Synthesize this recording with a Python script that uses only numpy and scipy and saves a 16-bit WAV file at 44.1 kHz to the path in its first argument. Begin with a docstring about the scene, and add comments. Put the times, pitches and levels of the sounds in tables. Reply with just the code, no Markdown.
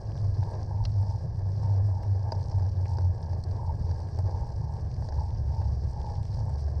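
"""A low, fluttering hum and rumble: a bicycle rolls along a frozen path and slows down.
The tyre tread hums, bumps shake the frame and air buffets the microphone of a camera on the bike.
The chain rasps with each pedal stroke and sometimes clacks. Frost crunches finely under the tyres;
now and then a bit of ice snaps or a bump knocks the camera mount."""
import sys
import numpy as np
from scipy import signal
from scipy.fft import rfft, irfft, next_fast_len
from scipy.io import wavfile
from scipy.ndimage import uniform_filter1d, map_coordinates

SR = 44100
rng = np.random.default_rng(int(sys.argv[2]) if len(sys.argv) > 2 else 0)


def generate_wav(signal):
    """Clip the signal to [-1, 1] and save it as 16-bit WAV at the path in sys.argv[1]."""
    frames = np.transpose(np.atleast_2d(signal))
    scaled = np.clip(frames, -1, 1) * 32767
    pcm = np.round(scaled).astype(np.int16)
    wavfile.write(sys.argv[1], SR, pcm)


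N = 299880

# what the frame lets through to the camera: (frequency [Hz], gain [dB])
FRAME_FILTER = [(150, -16.5), (400, 2.5), (960, 2.5), (1280, -18), (1700, -13.5), (3500, -43)]


def amp(db):
    """Turn decibels into a number to multiply by."""
    return 10 ** (np.asarray(db) / 20)


def unit(x):
    """Scale x to an average strength (rms) of 1."""
    return x / np.sqrt(np.mean(x ** 2) + 1e-20)


def curves(rows):
    """Join a table's points over time: one curve for each column after the first."""
    times, *columns = np.transpose(rows)
    return [np.interp(np.arange(N) / SR, times, column) for column in columns]


def wobble(rate):
    """A smooth curve through random points, rate of them a second."""
    points = rng.standard_normal(int(N * rate / SR) + 4)
    return unit(map_coordinates(points, [np.arange(N) * rate / SR]))


def filtered(x, response):
    """Multiply each frequency in x by response(hz)."""
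    size = 2 * next_fast_len(N // 2 + SR // 4)
    return irfft(rfft(x, size) * response(np.fft.rfftfreq(size, 1 / SR)), size)[:N]


def coloured(x, points):
    """Give x the tone colour outlined by (frequency [Hz], gain [dB]) points."""
    def response(hz):
        point_hz, db = np.transpose(points)
        gain = amp(np.interp(np.log(hz + 1), np.log(point_hz), db))
        # fold the cepstrum so that the filter rings only after a hit, never before
        cepstrum = irfft(np.log(gain))
        half = len(cepstrum) // 2
        cepstrum[1:half] *= 2
        cepstrum[half + 1:] = 0
        return np.exp(rfft(cepstrum))
    return filtered(x, response)


def rung(x, modes):
    """Let x ring a body with (frequency [Hz], width [Hz], gain [dB]) resonances."""
    return filtered(x, lambda hz: sum(
        amp(db) * 1j * hz * width / (centre ** 2 - hz ** 2 + 1j * hz * width)
        for centre, width, db in modes))


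def grains(rate, spread_db):
    """Tiny impacts of random size at random times, about rate a second."""
    size = amp(spread_db * np.clip(rng.standard_normal(N), -2, 2))
    happens = rng.random(N) < rate / SR
    return unit(happens * rng.choice([-1, 1], N) * size)


def strike(colour, db, t60):
    """A crack and a brief crumbling ring a body; db is the level of the loudest 2 ms."""
    t = np.arange(len(colour)) / SR
    # t60 is the time in seconds to fade by 60 dB
    crumble = rng.standard_normal(len(t)) * amp(-60 * t / t60) * (1 - np.exp(-t / 0.000065))
    crack = amp(15.5) * signal.unit_impulse(len(t), round(0.001003 * SR))  # 1 ms after first touch
    blow = signal.fftconvolve(crumble + crack, colour)[:len(t)]
    loudest = np.sqrt(uniform_filter1d(blow ** 2, SR // 500).max())
    return amp(db) * blow / loudest


def wind():
    """The head wind buffets the microphone, harder in the second half of the ride."""
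    # strength of the gusts: (time [s], level [dB])
    gusts = [(0, -36), (1.0, -39), (3.2, -38.5), (3.7, -35), (4.3, -35), (4.6, -37), (5.3, -35.5),
             (6.8, -36.5)]
    # the wind's deep tone: (frequency [Hz], gain [dB])
    tone = [(10, -11), (25, -9), (45, -1), (65, -2), (110, -1.5), (200, -22), (400, -34), (1500, -79.5)]
    gust_db, = curves(gusts)
    return amp(gust_db + 1.5 * wobble(5)) * unit(coloured(rng.standard_normal(N), tone))


def rolling(speed, ground):
    """Grains of packed snow drum through the tyres into the mount, harder at speed."""
    # tone of the drumming: (frequency [Hz], gain [dB])
    tone = [(120, -23.5), (260, -3), (330, 3.5), (420, 5.5), (600, 4.5), (800, 2.5), (950, -5),
            (1100, -5.5), (1200, -14), (1420, -25), (1650, -8.5), (1850, -20.5), (2500, -35), (4000, -55.5)]
    drumming = unit(coloured(grains(rate=2500, spread_db=4.0), tone))
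    return amp(-50.5 + 1.2 * ground + 1.76 * wobble(30)) * speed ** 0.52 * drumming


def crunch(speed, ground, push):
    """Frost crumbles in small clumps under the tread; coarse ice crackles and fine crystals glint."""
    # frost under the tyres: (time [s], level [dB], coarse grit compared with fine [dB])
    frost = [(0, -68.5, -5), (0.5, -66, -2.5), (0.8, -69.5, -6), (1.1, -65, -5), (1.3, -72, -8),
             (1.65, -65.3, -2.5), (1.85, -68.5, -4.5), (2.25, -69.5, -3), (2.38, -66, 2.5),
             (2.66, -66, 2.5), (2.76, -68.5, -0.5), (2.95, -66.5, 2), (3.1, -69, -2.5), (3.6, -69.5, -2),
             (3.9, -67.5, -3), (4.7, -68, -1), (5.7, -67, -5.5), (6.4, -65.5, -2), (6.8, -68.5, -3)]
    # tones of hissing frost, crackling ice and glinting crystals: (frequency [Hz], gain [dB])
    hiss_tone = [(900, -17), (2000, -17.5), (2600, -20), (3500, -17.5), (3900, -13.5), (4300, -3),
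                 (4900, 1.5), (5150, 0), (5550, 0.5), (6200, -8.5), (7000, -19.5), (8200, -23),
                 (10500, -41.5), (16000, -59)]
    crackle_tone = [(300, -9), (1000, -1.5), (1700, 5.5), (2200, 0), (2800, -3), (3400, -2.5), (4300, 0.5),
                    (5900, -12), (6800, -29.5), (15000, -40.5)]
    glint_tone = [(3000, -20), (6800, -0.5), (8100, 8), (9000, 2), (10000, -7), (11500, -25.5), (12500, -8),
                  (14000, -18), (16000, -24.5)]
    level_db, grit_db = curves(frost)
    crust_db = 1.15 * wobble(30)  # the crust is uneven
    bite_db = 0.14 * push / push.max()  # pedalling drives the rear tyre into the frost
    level_db = level_db + crust_db + bite_db + 0.2 * ground
    fine = unit(rng.standard_normal(N) * amp(1.7 * wobble(170)))
    breaks = grains(rate=90 * speed, spread_db=2.5) ** 2
    crumble_s = 0.0012  # how long one clump takes to break
    crumbling = signal.lfilter([1], [1, -np.exp(-1 / (crumble_s * SR))], breaks)
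    coarse = amp(grit_db) * unit(np.sqrt(np.abs(crumbling)) * rng.standard_normal(N))
    hiss = unit(coloured((fine + coarse) / np.hypot(1, amp(grit_db)), hiss_tone))
    ice = grains(rate=1200, spread_db=6.0) * amp(5.7 * np.tanh(wobble(70)))
    crackles = unit(coloured(ice, crackle_tone))
    crystals = grains(rate=1800, spread_db=3.5) * amp(2 * wobble(25))
    glints = unit(coloured(crystals, glint_tone))
    return amp(level_db + 3.5) * (hiss + amp(-11.0) * crackles + amp(-16.0) * glints)


def hits():
    """Snow pops, ice splits and snaps, crystals ping; bumps tick the camera shell and knock its mount."""
    # the tone of each thing struck: (frequency [Hz], gain [dB])
    ice_tone = [(400, -4), (900, -1.5), (1700, 2), (2400, -7.5), (2900, -4), (3600, -3), (4300, 8),
                (5000, 2.5), (5600, -0.5), (6400, -11), (7200, -25), (15000, -41.5)]  # a plate of ice splitting
    snow_tone = [(300, -10.5), (1000, 2), (1700, 8.5), (2300, 0), (2900, -6), (3500, -18), (5000, -24.5),
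                 (15000, -45)]  # packed snow giving way
    shell_tone = [(1500, -30.5), (3000, -19), (3600, -10.5), (4300, 2.5), (4900, 7), (5550, 2.5),
                  (6200, -4), (7100, -21.5), (8100, -24), (10500, -45.5), (15000, -49.5)]
    crystal_tone = [(3000, -21), (6800, -1.5), (8100, 10.5), (9800, -2.5), (11200, -17.5), (12400, -15.5),
                    (16000, -26)]
    grit_tone = [(900, -18), (1700, -5), (2300, -1), (3200, -2.5), (4400, 3), (5600, 1), (7200, -16),
                 (15000, -40)]  # a grain of ice
    splinter_tone = [(7000, -20.5), (11000, -8), (12400, 1), (16000, -6.5)]  # an ice splinter flung at the camera
    # how the camera mount rings: (frequency [Hz], width [Hz], gain [dB])
    mount_modes = [(420, 390, -14.5), (530, 13, -5.5), (630, 48, 0.5), (830, 79, -3.5), (1590, 330, -7.5)]
    # lumps in the path: (time [s], snow pop [dB], shell tick [dB], mount knock [dB], crystal ping [dB])
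    bumps = [(0.428, -62, -59, -37.5, -81), (0.63, -62, -51.5, -46, -72), (0.839, -66, -51, -50, -80),
             (0.85, -57, -49, -46, -72.5), (2.032, -54.5, -57, -41.5, -66),
             (2.3209, -52, -42.5, -26.5, -62), (2.5147, -66, -50, -44, -77), (2.8555, -50.5, -63, -43, -80),
             (2.9705, -71, -50.5, -58, -78), (2.985, -54.5, -49.5, -31.5, -77),
             (3.2266, -71, -54, -54, -74), (3.332, -58.5, -55, -40.5, -82), (3.4375, -62, -46, -53, -59),
             (3.511, -61.5, -53, -45, -79), (3.9118, -62, -51, -38.5, -80), (4.0023, -68, -54, -55, -69),
             (4.087, -56.5, -59, -56, -72), (4.188, -58, -48.5, -35, -59), (5.022, -61, -66, -39, -80),
             (5.087, -56, -50, -37.5, -75), (5.123, -70, -70, -39, -82), (5.617, -58, -61.5, -41, -75.5),
             (6.494, -67, -67, -42.5, -63), (6.680, -75, -82, -40.5, -79)]
    # single crystals, ice grains and splinters: (time [s], level [dB])
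    pings = [(.5102, -65), (1.014, -64.5), (1.868, -66.5), (2.895, -63.5), (3.218, -66), (6.229, -62),
             (6.455, -67)]
    snaps = [(.0732, -60), (.1186, -56), (0.1765, -55), (0.4355, -54), (.5387, -58), (2.7684, -60),
             (3.892, -57), (4.7678, -59), (4.9144, -57), (4.965, -56), (5.3056, -55.5), (6.0155, -55),
             (6.065, -57), (6.1549, -57), (6.231, -57), (6.2532, -55), (6.3278, -58)]
    splinters = [(2.032, -69), (2.321, -70.5), (4.188, -62), (5.63, -72.5)]
    # how each thing answers one sharp click
    click = signal.unit_impulse(N)
    tones = (ice_tone, snow_tone, shell_tone, crystal_tone, grit_tone, splinter_tone)
    ice, snow, shell, crystal, grit, splinter = [coloured(click, tone)[:SR // 12] for tone in tones]
    mount = coloured(rung(click, mount_modes), FRAME_FILTER)[:SR // 12]
    blows = [(s, strike(snow, pop_db, t60=0.034) + strike(shell, tick_db, t60=0.027)
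              + strike(mount, knock_db, t60=0.0061) + strike(crystal, ping_db, t60=0.022))
             for s, pop_db, tick_db, knock_db, ping_db in bumps]
    blows += [(0.8523, strike(ice, db=-35, t60=0.026))]
    blows += [(s, strike(crystal, db, t60=0.011)) for s, db in pings]
    blows += [(s, strike(grit, db, t60=0.012)) for s, db in snaps]
    blows += [(s, strike(splinter, db, t60=0.012)) for s, db in splinters]
    out = np.zeros(N + SR)
    for s, blow in blows:
        out[round(s * SR):][:len(blow)] += blow
    return out[:N]


def rattle():
    """The hardest knock shakes a loose metal part, which rings briefly."""
    # the metal's notes: (frequency [Hz], gain [dB], time to fade by 60 dB [s])
    notes = [(2680, -27, 0.027), (4610, -8.5, 0.029), (4870, 0.5, 0.019)]
    start_s, rise_s = 2.3185, 0.0019
    t = np.maximum(np.arange(N) / SR - start_s, 0)
    ring = sum(amp(db - 60 * t / t60) * np.sin(2 * np.pi * hz * t) for hz, db, t60 in notes)
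    return amp(-25) * (1 - np.exp(-(t / rise_s) ** 2)) * ring


def pedalling():
    """The push on the pedals as a gain: each foot comes on quickly, holds and lets go."""
    # pedal strokes, one leg after the other: (middle [s], length [s], level [dB])
    strokes = [(0.483, 0.17, -48), (0.782, 0.18, -48), (1.083, 0.18, -47), (1.421, 0.22, -62),
               (1.684, 0.14, -45.5), (1.994, 0.21, -48), (2.315, 0.23, -46.5), (2.583, 0.2, -47.5),
               (2.952, 0.25, -46.5), (3.26, 0.26, -52), (3.648, 0.19, -44.5), (3.957, 0.25, -49.5),
               (4.382, 0.26, -44), (4.706, 0.21, -47), (5.217, 0.26, -46.5), (5.587, 0.2, -44.5),
               (6.065, 0.31, -44.5), (6.446, 0.24, -47)]
    squareness = 3.5  # 2 gives a bell shape; more gives a flatter top
    t = np.arange(N) / SR
    return sum(amp(db) * np.exp(-np.abs(2 * (t - s) / length) ** squareness)
               for s, length, db in strokes)


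def chain_rasp(speed, push):
    """Chain links drop onto the cog one by one and scrape a little, louder as each foot pushes."""
    # how the front and rear cogs ring: (frequency [Hz], width [Hz], gain [dB])
    cog_modes = [(436, 15, -20), (510, 58, -21), (660, 100, -5.5), (828, 37, 4), (894, 32, 5.5),
                 (1060, 110, -19), (1620, 130, -27)]
    links_per_s, scatter_s, spread_db = 63.84, 0.0016, 2.6  # pace at average speed; uneven time and size
    links_passed = np.cumsum(links_per_s * speed) / SR
    landings = np.flatnonzero(np.diff(np.floor(links_passed)))
    late, size = np.clip(rng.standard_normal((len(landings), 2)), -1.5, 1.5).T
    landings = np.clip(landings + np.round(late * scatter_s * SR).astype(int), 0, N - 1)
    taps = unit(np.bincount(landings, amp(spread_db * size), N))
    scraping = amp(-5.5) * rng.standard_normal(N)
    rasp = unit(coloured(rung(taps + scraping, cog_modes), FRAME_FILTER))
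    slack = amp(-62)  # the chain still whispers between pushes
    return amp(-3.5) * (push + slack) * rasp


def chain_clacks():
    """A link that lands hard makes the front cog ring, swelling and dying within a few cycles."""
    # links that clack under load: (time [s], level [dB])
    clacks = [(.479, -43), (.709, -39), (.801, -38), (2.323, -33), (2.623, -40), (2.955, -41), (3.591, -39),
              (3.645, -39), (3.694, -35.5), (5.046, -43), (5.186, -36), (5.208, -33.5), (5.961, -40),
              (6.045, -40), (6.070, -35.5)]
    ring_hz, pitch_spread, rise_s = 880, 0.04, 0.0048
    t = np.arange(SR // 20) / SR
    swell = (t / rise_s * np.exp(1 - t / rise_s)) ** 2
    out = np.zeros(N + SR)
    for (s, db), detune in zip(clacks, rng.standard_normal(len(clacks))):
        hz = ring_hz * (1 + pitch_spread * detune)
        out[round(s * SR):][:len(t)] += amp(db) * swell * np.sin(2 * np.pi * hz * t)
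    return out[:N]


def frame_rumble():
    """The uneven path shakes the frame; a rut makes it bounce and settle."""
    # the frame's low tone: (frequency [Hz], gain [dB])
    tone = [(45, -44.5), (70, -8), (92, -1.5), (115, -3.5), (135, -11.5), (152, -13), (185, -28.5),
            (225, -28), (270, -41.5), (600, -86)]
    # jolts from ruts: (time [s], level [dB], bounce [Hz], time to fade by 60 dB [s])
    jolts = [(0.39, -14, 102.6, 0.13), (0.811, -22.5, 44.4, 0.34), (3.81, -9, 88, 0.067),
             (4.186, -20.5, 92.6, 0.79), (4.599, -32, 146.6, 0.85), (4.84, -24.5, 96.9, 0.8),
             (5.185, -22.5, 87.2, 0.39), (5.579, -24, 101.5, 0.6), (6.25, -31, 97, 0.94)]
    out = amp(-33 + 1.6 * wobble(7)) * unit(coloured(rng.standard_normal(N), tone))
    for s, db, bounce_hz, t60 in jolts:
        t = np.maximum(np.arange(N) / SR - s, 0)
        envelope = amp(db - 60 * t / t60) * (1 - np.exp(-t / 0.004))
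        out -= envelope * np.sin(2 * np.pi * bounce_hz * t)
    return out


def tyre_hum(pitch_hz):
    """Tread blocks meet the ground at a rate set by the speed; uneven ice makes the hum flutter."""
    # the hum, louder where the ground is hard: (time [s], level [dB])
    loudness = [(0, -37.5), (0.45, -29.5), (0.6, -38.5), (0.8, -30.5), (1.07, -25), (1.33, -39),
                (1.42, -30), (1.55, -30), (1.72, -24), (1.93, -26.5), (2.01, -36), (2.1, -24.5),
                (2.33, -35.5), (2.48, -33.5), (2.57, -21.5), (2.72, -31), (2.85, -25), (3.1, -27),
                (3.22, -32), (3.36, -27), (3.55, -36), (3.95, -31), (4.12, -39.5), (4.65, -35), (5.0, -32),
                (5.3, -28.5), (5.85, -30.5), (6.15, -34), (6.42, -45), (6.52, -32), (6.8, -25.5)]
    level_db, = curves(loudness)
    wavering_hz = pitch_hz * (1 + 0.016 * wobble(14))
    phase = 2 * np.pi * np.cumsum(wavering_hz) / SR
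    flutter = 1 + 0.48 * np.tanh(wobble(18))
    hum = np.sin(phase) + amp(-31.5) * np.sin(2 * phase)
    return amp(level_db - 1.0) * unit(flutter * hum)


def scene():
    """The whole ride at one microphone; the speed paces the tread, chain links and frost clumps."""
    # road speed, heard as the pitch of the tread: (time [s], pitch [Hz])
    tread_pitch = [(0, 98.04), (0.5, 99), (1.1, 100.1), (2.3, 98.95), (2.8, 90.92), (3.4, 85), (4.1, 82.98),
                   (4.5, 72.54), (5.0, 70.49), (5.5, 71.05), (6.0, 68.43), (6.8, 73.06)]
    pitch_hz, = curves(tread_pitch)
    speed = pitch_hz / np.mean(pitch_hz)  # 1 is the average speed
    ground = wobble(11)  # makes rolling and crunch swell together
    push = pedalling()
    bicycle = tyre_hum(pitch_hz) + frame_rumble() + chain_rasp(speed, push) + chain_clacks()
    path = rolling(speed, ground) + crunch(speed, ground, push) + hits()
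    return (bicycle + path + rattle() + wind())[None]


def record(dry):
    """The camera cuts off the very highest treble."""
    top_hz = 15750
    return np.array([filtered(channel, lambda hz: hz < top_hz) for channel in dry])


dry = scene()
out = record(dry)
generate_wav(out)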